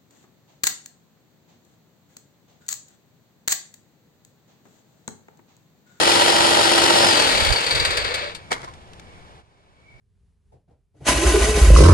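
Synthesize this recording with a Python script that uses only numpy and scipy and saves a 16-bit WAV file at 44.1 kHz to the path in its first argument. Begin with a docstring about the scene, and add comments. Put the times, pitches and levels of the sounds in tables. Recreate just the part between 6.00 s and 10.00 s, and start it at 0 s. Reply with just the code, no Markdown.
"""A garden, with a stereo microphone close to an electric pole hedge trimmer running free.
The motor hums and whines over the rattle of its gears. Switched off, it coasts to a stop under friction,
and the strokes of the steel blades separate into single clacks, ending in a brief squeal.
Wind nudges the microphone, the pole knocks and settles, and the plastic handle ticks.
Behind it all lie a quiet outdoor wash and a thin ring in the distance."""
import sys
import numpy as np
from scipy import signal
from scipy.fft import rfft, irfft
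from scipy.io import wavfile

SR = 44100
rng = np.random.default_rng(int(sys.argv[2]) if len(sys.argv) > 2 else 0)


def unload_wav(signal):
    """Save mono or channel-first audio to the path in sys.argv[1] as 16-bit WAV at rate SR, clipped to [-1, 1]."""
    wavfile.write(
        sys.argv[1],
        SR,
        np.round(np.clip(np.atleast_2d(signal).T, -1, 1) * 32767).astype(np.int16),
    )


N = 176400
T = np.arange(N) / SR


def amp(db):
    """Decibels to gain."""
    return np.exp(np.asarray(db) * np.log(10) / 20)


def unit(x):
    """Scales to rms 1."""
    return x / np.sqrt(np.mean(x ** 2) + 1e-20)


def curve(points):
    """Joins (time_s, value) points by straight lines, holding the end values."""
    return np.interp(T, *np.transpose(points))


def bump(centre_s, width_s):
    """A bell-shaped envelope peaking at 1."""
    return np.exp(-.5 * ((T - centre_s) / width_s) ** 2)


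def drift(rate_hz):
    """Random wander up to about this rate, rms 1."""
    noise = rng.standard_normal(N // 16 + 1)
    hz = np.fft.rfftfreq(len(noise), 16 / SR)
    slow = irfft(rfft(noise) / (1 + (hz / rate_hz) ** 4), len(noise))
    return np.interp(T, np.linspace(0, T[-1], len(slow)), unit(slow))


def stereo_noise(likeness):
    """Left and right noise whose likeness fades in the treble."""
    left, other = rfft(rng.standard_normal((2, N)))
    likeness = likeness / (1 + (np.fft.rfftfreq(N, 1 / SR) / 6000) ** 4)
    right = likeness * left + np.sqrt(1 - likeness ** 2) * other
    return irfft(np.array([left, right]), N)


def colour(drive, spectrum, size=4096):
    """Rings a stereo drive through a minimum-phase filter with this spectrum and unit mean power gain."""
    hz, *sides_db = np.transpose(spectrum)
    bin_hz = abs(np.fft.fftfreq(size, 1 / SR))
    log_gain = np.log([amp(np.interp(np.log(bin_hz + 1), np.log(hz), db)) for db in sides_db])
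    response = np.fft.ifft(np.exp(np.conj(signal.hilbert(log_gain)))).real[:, :size // 2]
    response /= np.sqrt((response ** 2).sum() / 2)
    return signal.oaconvolve(drive, response, axes=1)[:, :N]


def fuzzy_tone(hz, width_hz):
    """Noise in one narrow resonance."""
    phase = 2 * np.pi * hz * T
    return unit(drift(width_hz / 2) * np.cos(phase) + drift(width_hz / 2) * np.sin(phase))


def mode(hz, wander=.006):
    """A clean ring whose pitch wanders a little."""
    pitch_hz = hz * (1 + wander * drift(18))
    return unit(np.sin(2 * np.pi * np.cumsum(pitch_hz) / SR))


def blow(start_s, level_db, rise_s, t60_s):
    """Envelope of one contact: quick rise, exponential decay."""
    envelope, at = np.zeros(N), round(start_s * SR)
    age_s = T[:min(SR // 2, N - at)]
    decay_db = 60 * np.maximum(age_s - rise_s, 0) / t60_s
    envelope[at:at + len(age_s)] = amp(level_db - decay_db) * np.minimum(age_s / rise_s, 1)
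    return envelope


def chatter(hits_per_s, spread_db, hiss_share, likeness):
    """Tiny impacts of uneven size in a bed of friction noise."""
    hits = rng.random(N) < hits_per_s / SR
    sizes = amp(spread_db * np.minimum(rng.exponential(1, N), 3))
    power = (1 - hiss_share) * unit(hits * sizes) ** 2 + hiss_share
    return np.sqrt(power) * stereo_noise(likeness)


# Motor shaft under power: time_s, rate_hz
SHAFT_RATE = [(0, 338.4), (.1, 339.3), (.48, 337.5), (.7, 338.2), (.9, 339.8), (1.075, 339.4)]
TURNS_PER_STROKE = 7


def drivetrain(off_s=1.075, coast_s=1.45):
    """Friction stops the shaft after switch-off; gives speed (1 to 0) and blade position in strokes."""
    speed = np.clip(1 - (T - off_s) / coast_s, 0, 1) ** 1.36
    shaft_hz = curve(SHAFT_RATE) * speed * (1 + .0007 * drift(16))
    strokes = np.cumsum(shaft_hz) / SR / TURNS_PER_STROKE + .3
    return speed, strokes


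# Motor tones: cycles_per_stroke
TONE_ORDERS = [2, 7, 14, 63, 105, 147, 210]
# Each tone at full speed: left_db, right_db
TONE_LEVELS = [(-40, -51), (-30, -26.5), (-43, -43), (-35, -41), (-30.5, -32.5), (-43, -51), (-37, -45)]
# How each tone weakens as the shaft slows: speed_exponent
TONE_FALLS = [3, 6, 6, 5, 1.5, 10, 10]


def motor(speed, strokes, whine_order=105):
    """Stroke hum, shaft hum and the whine of gear teeth and fan, each wavering a little."""
    tones = np.zeros((2, N))
    flare = amp(6 * bump(1.11, .09))  # the gear whine flares as the drive lets go
    for order, sides_db, fall in zip(TONE_ORDERS, TONE_LEVELS, TONE_FALLS):
        phase = 2 * np.pi * order * strokes + .2 * drift(45)
        tone = unit(np.sin(phase) * amp(2.2 * drift(32))) * speed ** fall
        if order == whine_order:
            tone *= flare
        tones += amp(sides_db)[:, None] * tone
    return tones


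# Resonances of the gear housing: frequency_hz, left_db, right_db
HOUSING_SPECTRUM = [(40, -27, -26), (120, -10.5, -21.5), (219.5, -13.5, -9.0), (300, -9, -8.5),
                    (470, -4.0, -3.5), (590, 1, -2), (704, -4.5, -7), (800, 0, -1.5), (963, -6, 3),
                    (1050, -11, -7), (1340, -4, -4.5), (1600, -5, -14.5), (1890, -10.5, -1),
                    (2160, -8.5, -17), (2550, -8, -11), (2750, -5.5, -13), (3000, -3, -8.5),
                    (3230, -4.5, -8), (3530, -8.5, -6), (4040, -5.5, -18), (4500, -4, -6.5),
                    (4700, -11.5, -14.5), (6600, -15.5, -19), (7100, -13, -25), (8800, -16, -16.5),
                    (12000, -26.5, -38.5)]


def gears(speed, strokes):
    """Loose gear teeth rattle in the housing, throbbing with the stroke and the shaft."""
    phase = 2 * np.pi * strokes
    throb_db = 1.5 * np.cos(phase) + .5 * np.cos(2 * phase) + np.cos(TURNS_PER_STROKE * phase)
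    throb_db += .73 * drift(81)
    rattle = unit(chatter(2200, spread_db=3, hiss_share=.66, likeness=.62) * amp(throb_db))
    low = signal.sosfiltfilt(signal.butter(2, 1400, fs=SR, output="sos"), rattle)
    rattle += low * (amp(2.3 * np.tanh(drift(48))) - 1)  # the low knocking is the most uneven
    return colour(rattle * amp(-14.5) * speed ** 2.14, HOUSING_SPECTRUM)


# Blades sliding over each other: time_s, level_db
SCRAPE_LEVEL = [(0, -34.5), (.95, -30), (1.15, -20), (1.42, -19), (1.62, -22), (1.78, -19), (2.0, -20),
                (2.2, -23.5), (2.3, -30.5), (2.4, -45.5), (2.6, -78.5)]
# Last blade reversals, heard singly: start_s, clack_db, ring_db
CLACKS = [(1.402, -15, -28), (1.447, -12, -29), (1.523, -13, -18), (1.558, -25, -18.5), (1.663, -17.5, -22),
          (1.707, -15, -16), (1.749, -14, -21), (1.797, -16, -20), (1.848, -12, -24.5),
          (1.904, -17.5, -25.5), (1.969, -13, -23), (2.041, -28.5, -34), (2.14, -15.5, -44),
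          (2.347, -25, -65)]
# Body of the blades: frequency_hz, left_db, right_db
BLADE_SPECTRUM = [(230, -18.5, -23), (340, -12.5, -15), (519, 0.0, -7.5), (700, -13.5, -9),
                  (1080, -7.5, -7.5), (1700, -5.5, -5.5), (2120, -6.5, -7.5), (2250, 1, -2.5),
                  (2380, -5, -12), (2550, -4, -6), (2900, -8, -10.5), (3400, -3, -9.5), (4200, -2.5, -13.5),
                  (4670, -1.0, -3), (5050, -12, -16.5), (6200, -15.5, -23), (8360, -15, -17),
                  (12000, -29.5, -41)]
# Steel ringing at each clack: pitch_hz, gain_db
BLADE_MODES = [(2270, -7), (4400, -6), (4570, -2.5), (4730, -5)]


def blades(speed, strokes, lull_s=.006, rise_s=.003):
    """Steel blades scrape with each stroke, duller as they slow, and clack and ring at the last turns."""
    throb_db = speed * (1.9 * np.cos(2 * np.pi * strokes) + .7 * drift(55)) + .9 * drift(90)
    # The scrape drops as the blades turn round, just before a clack.
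    lull_db = 4.5 * sum(np.maximum(1 - abs(T - s + lull_s) / (2 * lull_s), 0) for s, _, _ in CLACKS)
    scrape = chatter(1500, spread_db=1, hiss_share=.72, likeness=.74)
    scrape *= amp(curve(SCRAPE_LEVEL) + throb_db - lull_db)
    dull = signal.lfilter(*signal.butter(1, 2500, fs=SR), scrape)
    scrape = dull + (scrape - dull) * speed ** .91
    contacts = sum(blow(s, db, rise_s, t60_s=.085) for s, db, _ in CLACKS)
    clacks = signal.lfilter([1, -.55], [1], contacts * stereo_noise(likeness=.61))  # treble lift
    passing_mode = mode(3870) * bump(1.85, .11)  # rings only midway through the coast
    steel = sum(amp(db) * mode(hz) for hz, db in BLADE_MODES) + passing_mode
    ring = steel * sum(blow(s, db, rise_s, t60_s=.11) for s, _, db in CLACKS)
    return colour(scrape + clacks, BLADE_SPECTRUM) + ring * amp([[0], [-4]])


# Gusts at the microphone: time_s, level_db
GUSTS = [(1.1, -48), (1.32, -35), (1.44, -29), (1.52, -26.5), (1.65, -47.5), (1.75, -29.5), (1.82, -32.5),
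         (1.98, -35), (2.3, -56), (2.45, -58), (3.9, -67), (3.96, -48), (4, -61)]
# Rumble of the buffeting: frequency_hz, left_db, right_db
WIND_SPECTRUM = [(15, -20, -17), (45, -18.5, 8), (119, -15.5, 5), (220, -42.5, -16.5), (2000, -88.5, -77.5)]


def wind():
    """Wind buffets the microphone, mostly its right port."""
    buffeting = stereo_noise(likeness=.086) * amp(curve(GUSTS) + 2.3 * drift(24))
    return colour(buffeting, WIND_SPECTRUM)


def blade_squeal():
    """The blades sing briefly just before they stop."""
    return fuzzy_tone(580, width_hz=39) * amp(-32.5) * bump(2.253, .03)


# The pole knocking and settling: start_s, level_db, rise_s, t60_s
KNOCKS = [(2.504, -23, 0.0097, 0.06), (2.517, -13.5, 0.00093, 0.037), (2.528, -30, .002, 0.37),
          (2.629, -38, .003, 0.1), (2.642, -38.5, .002, 0.061), (2.677, -42.5, 0.004, 0.088)]
# Body of the pole: frequency_hz, left_db, right_db
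POLE_SPECTRUM = [(100, -16, -13), (218, -9.5, -14), (455, 4, 1), (684, -7.5, 2), (920, 5.5, 0.5),
                 (1610, -1, -3), (2280, -2, 0), (2570, -13, -26), (3360, -10, -12), (4550, -11.5, -11),
                 (6070, -14, -24), (9900, -22.5, -22), (12000, -33, -56)]


def pole():
    """The pole knocks, then settles with a last hollow tap."""
    contacts = sum(blow(*knock) for knock in KNOCKS)
    knocks = contacts * chatter(2500, spread_db=4.5, hiss_share=.43, likeness=.69)
    tap = mode(1060) * blow(2.674, level_db=-33.5, rise_s=.0044, t60_s=.1)
    return colour(knocks, POLE_SPECTRUM) + tap


# Ticks of the handle: start_s, level_db, t60_s
TICKS = [(2.526, -22, 0.07), (2.617, -37.5, 0.023), (2.645, -40, 0.032), (2.737, -43.5, 0.034),
         (2.933, -42.5, 0.03), (2.996, -38, .025)]
# Body of the handle: frequency_hz, left_db, right_db
HANDLE_SPECTRUM = [(200, -4, -12), (3220, 3.5, 1), (8000, -4.5, -7), (12000, -18, -19)]


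def handle():
    """The plastic handle gives a few small, dry ticks."""
    contacts = sum(blow(s, db, rise_s=.001, t60_s=t60) for s, db, t60 in TICKS)
    return colour(contacts * stereo_noise(likeness=.17), HANDLE_SPECTRUM)


# Garden ambience: time_s, level_db
GARDEN_LEVEL = [(0, -69), (2.6, -43), (2.85, -47), (3.15, -46), (3.395, -48), (3.43, -59), (3.7, -57.5),
                (4, -54)]
# Its bass-heavy colour: frequency_hz, left_db, right_db
GARDEN_SPECTRUM = [(30.2, -2, -12.5), (71.4, 1, -0.5), (187, -4, -5), (223, -8, -14), (854, -10.5, -9.5),
                   (2430, -21.5, -20), (3480, -20, -22), (6500, -31.5, -30.5), (9800, -35, -34),
                   (12000, -45.5, -59)]
# A ring far from the microphone: time_s, level_db
FAR_RING_LEVEL = [(2.4, -55), (2.85, -73), (3.14, -56), (3.45, -77), (3.75, -72), (3.92, -53.5), (4, -60)]


def garden():
    """A soft outdoor wash and a thin, distant ring emerge once the trimmer is still."""
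    wash = stereo_noise(likeness=.68) * amp(curve(GARDEN_LEVEL) + .41 * drift(45))
    ring = np.array([fuzzy_tone(2250, width_hz=170) for _ in range(2)])
    return colour(wash, GARDEN_SPECTRUM) + ring * amp(curve(FAR_RING_LEVEL))


def scene(port_delay_s=.00041):
    """One shaft drives motor, gears and blades; all reaches the microphone's right port a little later."""
    speed, strokes = drivetrain()
    trimmer = motor(speed, strokes) + gears(speed, strokes) + blades(speed, strokes)
    left, right = trimmer + wind() + blade_squeal() + pole() + handle() + garden()
    lag = round(port_delay_s * SR)
    return np.array([left, np.pad(right, (lag, 0))[:N]])


def record(dry, knee=.6, ceiling=.85, cutoff_hz=12400):
    """The recorder rounds off the highest peaks, then limits the band."""
    excess = np.maximum(abs(dry) - knee, 0)
    headroom = ceiling - knee
    limited = dry - np.sign(dry) * (excess - headroom * np.tanh(excess / headroom))
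    lowpass = signal.firwin(511, cutoff_hz, window=("kaiser", 9), fs=SR)
    return signal.oaconvolve(limited, lowpass[None], "same", axes=1)


dry = scene()
out = record(dry)
unload_wav(out)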